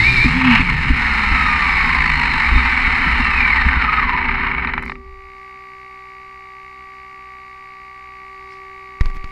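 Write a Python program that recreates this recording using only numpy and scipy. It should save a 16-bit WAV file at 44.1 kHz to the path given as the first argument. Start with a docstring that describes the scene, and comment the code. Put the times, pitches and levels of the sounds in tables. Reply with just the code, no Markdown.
"""A small electric truck revs into a wheelie on rough concrete, lands and slows to a halt.
Its gears whine and its loose parts rattle, both ringing the plastic shell. The ground shakes the
tyres and springs, and the speed controller whistles. The steering motor (servo) buzzes and, at rest,
the cooling fan sings. At the end a hand knocks against the camera that rides on the truck."""
import sys
import numpy as np
from scipy import signal
from scipy.fft import rfft, irfft, next_fast_len
from scipy.io import wavfile
from scipy.ndimage import map_coordinates

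SR = 44100
rng = np.random.default_rng(int(sys.argv[2]) if len(sys.argv) > 2 else 0)


def unload_wav(signal):
    """Save mono or channel-first audio to the path in sys.argv[1] as 16-bit WAV at rate SR, clipped to [-1, 1]."""
    wavfile.write(
        sys.argv[1],
        SR,
        np.round(np.clip(np.atleast_2d(signal).T, -1, 1) * 32767).astype(np.int16),
    )


N = 410571
TIME = np.arange(N) / SR
CRUISE_HZ = 100  # a typical motor speed, in turns a second

# pitches at which the plastic shell rings: (pitch [Hz], width [Hz], level [dB])
SHELL = [(935.5, 280, -4.5), (1238, 370, -2.5), (1541, 140, -4.5), (1850, 217, -1), (2211, 408, 2.5),
         (2744, 420, -11.5), (3400, 42, -24), (3728, 200, -14), (4140, 570, -16.5), (5070, 170, -24),
         (5390, 400, -35), (6350, 640, -41), (7230, 310, -40), (7800, 610, -41), (8800, 280, -53),
         (9880, 680, -44), (11600, 1200, -65.5)]
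# pitches at which the truck bounces on its springs: (pitch [Hz], width [Hz], level [dB])
SPRINGS = [(27.8, 27.6, -2.5), (61.7, 18.7, -1.5)]
# pitches at which the tyres boom: (pitch [Hz], width [Hz], level [dB])
TYRES = [(148, 47, -3.5), (181, 120, -5), (244.3, 49, 3), (385, 340, -14), (104, 24, -7.5)]

# stages of the run: (start [s], end [s], fade [s])
SPRINT = (-0.1, 0.29, 0.15)  # full throttle on all four wheels
WHEELIE = (0.32, 1, 0.16)  # nose in the air
TAIL_STAND = (0.438, 0.611, 0.039)  # upright, the tail drags on the ground


def amp(db):
    """Turn decibels into a gain, the number a sound is multiplied by."""
    return 10 ** (np.asarray(db) / 20)


def unit(x):
    """Scale a sound to an average strength (rms) of 1."""
    return x / np.sqrt(np.mean(x ** 2) + 1e-20)


def curves(rows):
    """Join a table's rows with straight lines: one curve for each column after the time."""
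    times, *columns = np.transpose(rows)
    return [np.interp(TIME, times, column) for column in columns]


def wobble(rate):
    """A smooth random curve that takes `rate` new values a second."""
    return map_coordinates(rng.standard_normal(int(N * rate / SR) + 4), [TIME * rate])


def turns(hz):
    """The growing angle of something that spins hz times a second."""
    return 2 * np.pi * np.cumsum(hz) / SR


def tone(angle):
    """A pure tone with an average strength of 1."""
    return np.sqrt(2) * np.sin(angle)


def slopes(points):
    """A filter shape drawn through (pitch [Hz], level [dB]) points."""
    pitches, db = np.transpose(points)
    return lambda hz: amp(np.interp(np.log(hz + 1), np.log(pitches), db))


def body(modes):
    """The filter shape of an object: one peak for each pitch at which it rings."""
    return lambda hz: np.sqrt(sum((amp(db) / (1 + (2 * (hz - pitch) / width) ** 2)) ** 2
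                                  for pitch, width, db in modes))


def colour(x, shape):
    """Filter a sound with the given shape, so that ringing follows each blow."""
    size = 2 * next_fast_len(len(x) // 2 + 4096)
    gain = np.maximum(shape(np.fft.rfftfreq(size, 1 / SR)), 1e-6)
    cepstrum = irfft(np.log(gain))
    cepstrum[1:size // 2] *= 2  # move all ringing to after the blow
    cepstrum[size // 2 + 1:] = 0
    return irfft(rfft(x, size) * np.exp(rfft(cepstrum)), size)[:len(x)]


def band(x, low_hz, high_hz):
    """Keep the part of a sound between two pitches."""
    edges = [low_hz, min(high_hz, 0.49 * SR)]
    return signal.sosfilt(signal.butter(5, edges, "band", fs=SR, output="sos"), x)


def noise(shape):
    """Steady noise filtered with the given shape."""
    return colour(rng.standard_normal(N), shape)


def burst(fade_s):
    """A short contact: noise that falls by 60 dB in fade_s."""
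    t = np.arange(SR // 4) / SR
    return rng.standard_normal(len(t)) * amp(-60 * t / fade_s)


def push(rise_s):
    """One shove and its rebound."""
    progress = np.arange(SR // 4) / SR / rise_s
    return progress * (2 - progress) * np.exp(-progress)


def add(track, s, db, sound):
    """Lay a sound into the track at time s with the given peak level."""
    room = track[round(s * SR):][:len(sound)]
    room += amp(db) * sound[:len(room)] / np.abs(sound).max()


def during(start, end, fade):
    """1 inside a stage of the run, fading to 0 outside; times are in seconds."""
    return np.clip(np.minimum(TIME - start, end - TIME) / fade + 0.5, 0, 1)


def swell(s, db, half_length_s):
    """A gain that rises and falls once around time s."""
    return amp(db) * np.exp(-((TIME - s) / half_length_s) ** 2)


def rolling(speed, db, knee_hz, halving_db):
    """A gain that is steady at speed; well below knee_hz it loses halving_db as the speed halves."""
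    return amp(db - halving_db * np.log2(np.hypot(1, knee_hz / (speed + 1e-3))))


def judder(speed, worst_hz=75, width_hz=6):
    """How hard the axles shake, from 0 to 1: they resonate around one motor speed."""
    return np.exp(-((speed - worst_hz) / width_hz) ** 2)


def gears(speed, shaft, wheel):
    """Teeth meet in a whine that rings the shell; slack and off-centre gears make it rough."""
    # force on the gear teeth: (time [s], level [dB])
    load = [(0, 7.5), (.25, 3.5), (.275, -5), (.55, 0), (.7, -8), (1.05, -6.5), (1.4, 0), (2.1, -3),
            (2.6, -6), (3.1, -2.5), (3.4, -4.5), (3.7, -8), (4.15, -1), (4.35, -7), (4.95, -44)]
    # tones of the pinion, the small gear at the axle: (cycles per motor turn, level [dB])
    pinion_tones = [(13, -21), (26, -24.5), (39, -25.5)]
    # tones of the spur gear, which the motor drives: (cycles per motor turn, level [dB])
    spur_tones = [(58, -20), (116, -31.5)]

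    def whine(tones, angle):
        return sum(amp(db + 2.3 * wobble(45) + 2.2 * wobble(220)) * tone(round(cycles) * angle)
                   for cycles, db in tones)

    load_db, = curves(load)
    braking = during(3.22, 4.17, fade=0.2)  # the motor holds the truck back
    spur_db = load_db - 1 - 7 * during(*SPRINT) + 6 * braking + 4 * judder(speed)
    slack = 0.026 * wobble(60) + 0.008 * wobble(400)
    pinion_slack = slack + 0.016 * wobble(130)  # the pinion is the looser gear
    pinion = amp(load_db) * whine(pinion_tones, shaft + pinion_slack)
    pinion *= 1 + 0.14 * np.sin(2 * wheel) + 0.25 * np.sin(shaft)
    spur = amp(spur_db) * whine(spur_tones, shaft + slack) * (1 + 0.69 * np.sin(shaft))
    ringing = colour(pinion + spur, body(SHELL))
    return band(ringing, 830, 15000)  # a small shell hardly gives off low tones


def unbalance(speed, shaft, wheel):
    """Lopsided spinning parts hum through the springs and tyres, harder with speed."""
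    doublings = np.log2((speed + 1e-3) / CRUISE_HZ)
    sprint, wheelie, shaking = during(*SPRINT), during(*WHEELIE), judder(speed)

    def hum(angle, db, doubling_db, sprint_db, wheelie_db, judder_db, waver_db):
        stage_db = sprint_db * sprint + wheelie_db * wheelie + judder_db * shaking
        return amp(db + doubling_db * doublings + stage_db + waver_db * wobble(25)) * tone(angle)

    rotor = hum(shaft, db=-46, doubling_db=12.5, sprint_db=-3.5, wheelie_db=9, judder_db=2, waver_db=3)
    wheels = hum(2 * wheel, db=-31, doubling_db=7,
                 sprint_db=7.5, wheelie_db=-5.5, judder_db=12, waver_db=3.5)
    joint = hum(2 * shaft + 0.15 * wobble(36), db=-31.5, doubling_db=7,  # it kicks twice a turn
                sprint_db=-0.5, wheelie_db=-14, judder_db=5, waver_db=0)
    return colour(rotor + wheels + joint, body(SPRINGS + TYRES))


def rattle(speed, wheel):
    """Many tiny hits ring the shell, bunched twice a wheel turn by the axle joints."""
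    # noise bands of loose parts and tread: (low [Hz], high [Hz], level [dB], knee speed [turns/s],
    # loss per halving of speed [dB], change in sprint [dB], in wheelie [dB], in tail stand [dB])
    bands = [(710, 1694, -22, 6.4, 7.5, -4.5, -3, 5), (1621, 2530, -18.5, 21, 4.5, -2, -2, 1),
             (2508, 3440, -30, 17, 6.5, 1, 1.5, 8), (3477, 5900, -33.5, 26.3, 9, 6, -2, 2),
             (5840, 12700, -46.5, 42, 11.5, 4, -1.5, -0.5)]
    sprint, wheelie, tail = during(*SPRINT), during(*WHEELIE), during(*TAIL_STAND)
    depth = 0.11 + 0.46 * judder(speed)
    bunching = np.exp(depth * np.sin(2 * wheel)) / np.sqrt(np.i0(2 * depth))  # same average power
    uneven_db = 0.72 + 4 * np.exp(-speed / 22) + 1.2 * wheelie  # more uneven at a crawl
    strength = bunching * amp(uneven_db * wobble(90))
    hits_per_s = np.interp(speed, [10, 52], [700, 1900])
    hits = (rng.random(N) < hits_per_s / SR) * rng.choice([-1, 1], N)
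    hits = hits * amp(rng.standard_normal(N)) / np.sqrt(hits_per_s)
    ringing = colour(strength * (unit(hits) + 0.67 * rng.standard_normal(N)), body(SHELL))
    parts = np.zeros(N)
    for low_hz, high_hz, db, knee_hz, halving_db, sprint_db, wheelie_db, tail_db in bands:
        stage = amp(sprint_db * sprint + wheelie_db * wheelie + tail_db * tail)
        parts += rolling(speed, db, knee_hz, halving_db) * stage * unit(band(ringing, low_hz, high_hz))
    # the rattle dips briefly as the wheels spin down before landing
    wheelie_lull = amp(-3.5 * during(0.68, 0.82, fade=0.31))
    return parts * wheelie_lull * rolling(speed, db=0.5, knee_hz=5.2, halving_db=9.5)


def chassis(speed):
    """Rough ground shakes the springs and tyres; joints in the paving thump them."""
    # wheels hit the joints: (time [s], spring peak [dB], tyre peak [dB])
    bumps = [(.239, -11.5, -5.5), (.59, -12.5, -11.5), (0.716, -17, -21), (0.897, -3, -13),
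             (1.309, -8, -18), (1.345, -17, -22), (2.515, -7.5, -20), (2.552, -3.5, -15), (2.871, -12, -21),
             (3.059, -15, -16.5), (3.125, -14, -31.5), (3.191, -21, -14), (3.652, -6.5, -14.5),
             (3.76, -8.5, -18.5)]

    def lagging(gain, lag_s=0.05):  # the shaking lags behind the speed
        keep = np.exp(-1 / (lag_s * SR))
        return signal.lfilter([1 - keep], [1, -keep], gain, zi=[gain[0]])[0]

    def rumble(modes, top_hz):
        return unit(band(noise(body(modes)), 15.6, top_hz))

    spring_shake = lagging(rolling(speed, db=-22.5, knee_hz=17, halving_db=5.1))
    last_sway = swell(5.1, db=-38.5, half_length_s=0.17)  # it rocks once more at the halt
    springs = (spring_shake + last_sway) * rumble(SPRINGS, top_hz=400)
    tyres = lagging(rolling(speed, db=-32, knee_hz=5.8, halving_db=4.4)) * rumble(TYRES, top_hz=745)
    strain = amp(-27.5) * during(*SPRINT) + amp(-27) * during(*WHEELIE) + amp(-28) * during(*TAIL_STAND)
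    drumming = strain * rumble(TYRES, top_hz=144.5)  # the rear tyres bear the whole truck
    thumps = np.zeros(N)
    for s, spring_db, tyre_db in bumps:
        add(thumps, s, spring_db, colour(push(rise_s=0.0017), body(SPRINGS)))
        add(thumps, s, tyre_db, band(colour(burst(fade_s=0.11), body(TYRES)), 60, 344))
    return springs + tyres + drumming + thumps


def controller(switch_hz=1008):
    """The speed controller switches the current on and off, so the motor's coils whistle."""
    # loudness of the whistle: (time [s], level [dB])
    throttle = [(0, -36), (.3, -39), (.8, -34), (1, -29), (3.2, -27.5), (4.2, -33), (4.6, -35.5),
                (4.85, -41), (5, -71)]
    # its tones: (multiple of the switching rate, relative level [dB])
    tones = [(2, 1), (3, -13.5), (4, -21)]
    level_db, = curves(throttle)
    angle = 2 * np.pi * switch_hz * TIME
    return sum(amp(level_db + db + 0.95 * wobble(24.57)) * tone(round(multiple) * angle)
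               for multiple, db in tones)


def grit():
    """Grains of grit snap under the tyres."""
    # one row a grain: (time [s], relative level [dB])
    snaps = [(0.1854, -39), (0.5594, -40), (4.6254, -57), (4.7361, -52), (4.826, -38), (4.855, -38)]
    track = np.zeros(N)
    for s, db in snaps:
        add(track, s, db - 2.5, band(burst(fade_s=0.014), 4500, 12000))
    return track


def clacks(speed):
    """Slack gears knock as the load comes and goes, and each knock rings the shell."""
    # one row a knock: (time [s], relative level [dB])
    knocks = [(0.411, 0.5), (0.474, 2.5), (0.555, 1), (0.579, -3), (0.688, -5), (3.609, -20), (3.718, -15),
              (3.857, -20), (4.435, -5), (4.514, -2), (4.537, -11), (4.582, -5), (4.603, -23),
              (4.625, -11.5), (4.648, -3), (4.673, -6.5), (4.737, -3), (4.754, -15.5), (4.779, 1),
              (4.795, -13), (4.824, -11), (4.835, -9), (4.862, -10), (4.879, -13.5), (4.897, -6.5),
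              (4.919, -8.5), (4.955, -19)]
    soften = slopes([(600, -6), (900, 1), (2300, 0), (3000, -4), (4000, -8), (9000, -13)])
    track = np.zeros(N)
    for s, db in knocks:
        spin = speed[round(s * SR)] / CRUISE_HZ
        blow = (0.14 + 0.15 * spin) * burst(0.018 + 0.018 * spin)  # teeth chatter more at speed
        blow[0] += 1  # the first hard contact
        add(track, s, db - 5, colour(blow, lambda hz: body(SHELL)(hz) * soften(hz)))
    return track


def servo(twitch_hz=62.43):
    """The steering servo twitches at each control pulse: a buzz, louder while it steers."""
    # pitches at which its case rings: (pitch [Hz], width [Hz], level [dB])
    case_modes = [(60, 50, -6.5), (132, 36, -8.5), (228, 150, -14), (1510, 340, -17.5), (1857, 260, -10.5),
                  (2203, 172, 4), (2565, 290, -11.5), (2840, 190, -14), (3730, 230, -28)]
    ticks = np.diff(np.floor(TIME * twitch_hz), prepend=0) * amp(0.7 * wobble(60))
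    # the steady buzz comes up as the camera's gain recovers after the halt: (time [s], level [dB])
    heard_db, = curves([(5, -54.5), (5.3, -45), (9.3, -44)])
    steering = amp(-28) * during(4.05, 4.6, fade=0.1)  # it works against the tyres
    return (amp(heard_db) + steering) * unit(colour(ticks, body(case_modes)))


def scuffs():
    """Gritty scrapes on the concrete: the tyres scrub to a halt, later a faint scuff nearby."""
    # one row a scrape: (time [s], level [dB], half length [s])
    scrapes = [(4.886, -55, 0.057), (8.53, -55, 0.04)]
    hiss = unit(noise(body([(4500, 1900, 7), (8000, 4000, -13)])))
    return sum(swell(*scrape) for scrape in scrapes) * hiss


def fan():
    """A small three-bladed cooling fan sings over its own rush of air."""
    # how loud the steady fan is heard; it comes up as the camera's automatic gain recovers after
    # the halt: (time [s], blade level [dB], hub hum level [dB])
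    heard_levels = [(0, -54, -50.5), (3.6, -46.5, -49.5), (4.4, -46, -41), (5, -44.5, -44), (5.4, -39, -50),
                    (8.05, -38.5, -55.5), (8.5, -38, -46.5), (9.3, -38.5, -50.5)]
    # how fast it spins: (time [s], speed [turns/s])
    fan_speed = [(5.2, 386.6), (5.8, 385.9), (8, 385.8), (8.6, 384.6)]
    # tones of the blades: (cycles per fan turn, relative level [dB])
    blade_tones = [(2, -15), (3, -0.5), (4, -25.5), (5, -11), (6, -35), (7, -32.5), (10, -34), (11, -42),
                   (12, -27), (13, -38), (14, -48), (18, -43)]
    # air through the fan and the open lot: (pitch [Hz], level [dB])
    air_shape = [(25, 1), (60, 6), (100, -10), (250, -10), (600, -20), (900, -1.5), (1300, -12),
                 (2250, -1.5), (3250, -21), (3900, -16), (5100, -21.5), (5700, -25.5), (10000, -35),
                 (15000, -40.5)]
    blade_db, hub_db = curves(heard_levels)
    angle = turns(curves(fan_speed)[0] + 0.11 * wobble(12))
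    blades = sum(amp(blade_db + db + 0.28 * wobble(12)) * tone(round(cycles) * angle)
                 for cycles, db in blade_tones)
    air = amp(blade_db - 10.5) * unit(noise(slopes(air_shape)))
    return blades + amp(hub_db) * tone(angle) + air


def handling():
    """Fingers bump the camera, rub over it and rock it on the truck's springs."""
    # bumps: (time [s], relative click level [dB], relative thump level [dB], rise of the shove [s])
    touches = [(9.009, -11.5, -3, 0.0041), (9.057, -17, -13.5, 0.0062), (9.1, -26, -37, 0.0043),
               (9.168, -23.5, -21.5, 0.012), (9.242, -24.5, -18.5, 0.0072)]
    # sliding fingers: (time [s], level [dB], half length [s])
    rubs = [(9.062, -39, 0.045), (9.158, -37.5, 0.018), (9.292, -44.5, 0.047)]
    # how the camera's housing colours a click: (pitch [Hz], level [dB])
    housing = [(100, 1), (220, 2), (350, -3), (600, -11), (1100, -0.5), (2100, -2.5), (3300, -13.5),
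               (4200, -11), (6000, -22.5), (10000, -35), (12000, -45), (15000, -38.5)]
    skin = slopes([(110, 6.5), (220, 2), (550, -15), (2200, -16.5),
                   (5000, -27), (10000, -36), (15000, -39)])
    thud = slopes([(90, 0.5), (220, -6.5), (600, -1), (2000, -55)])
    rocking = body([(24.2, 8.6, 0)])
    track = sum(swell(*rub) for rub in rubs) * unit(noise(skin))
    for s, click_db, thump_db, rise_s in touches:
        add(track, s, click_db - 1, colour(burst(fade_s=0.023), slopes(housing)))
        add(track, s, thump_db + 0.5, colour(push(rise_s), thud))
        add(track, s, thump_db - 11.5, colour(push(rise_s), rocking))
    return track


def scene():
    """The microphone rides on the truck; the motor's speed drives all that rolls."""
    # how fast the motor spins: (time [s], speed [turns/s])
    motor_speed = [(0, 157), (.08, 184), (.145, 185), (.185, 172), (.21, 181), (.26, 184), (.36, 261),
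                   (.46, 257), (.68, 170), (.85, 120), (1.5, 94.3), (2.1, 76.3), (2.7, 60), (3.3, 46),
                   (3.5, 38.3), (3.61, 31.2), (3.86, 22.3), (3.96, 21.7), (4.1, 17.6), (4.18, 17), (4.6, 9),
                   (4.97, 0)]
    speed, = curves(motor_speed)
    shaft = turns(speed)
    wheel = shaft * 13 / 38  # the gears turn the wheels more slowly
    spinning = gears(speed, shaft, wheel) + unbalance(speed, shaft, wheel)
    shaking = rattle(speed, wheel) + chassis(speed) + clacks(speed) + grit()
    electrics = controller() + fan() + servo()
    return (spinning + shaking + electrics + scuffs() + handling())[None]


def record(dry, top_hz=15300):
    """The camera rounds off the highest peaks and keeps nothing above top_hz."""
    rounded = dry / (1 + dry ** 8) ** (1 / 8)
    return irfft(rfft(rounded) * (np.fft.rfftfreq(N, 1 / SR) < top_hz), N)


dry = scene()
out = record(dry)
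unload_wav(out)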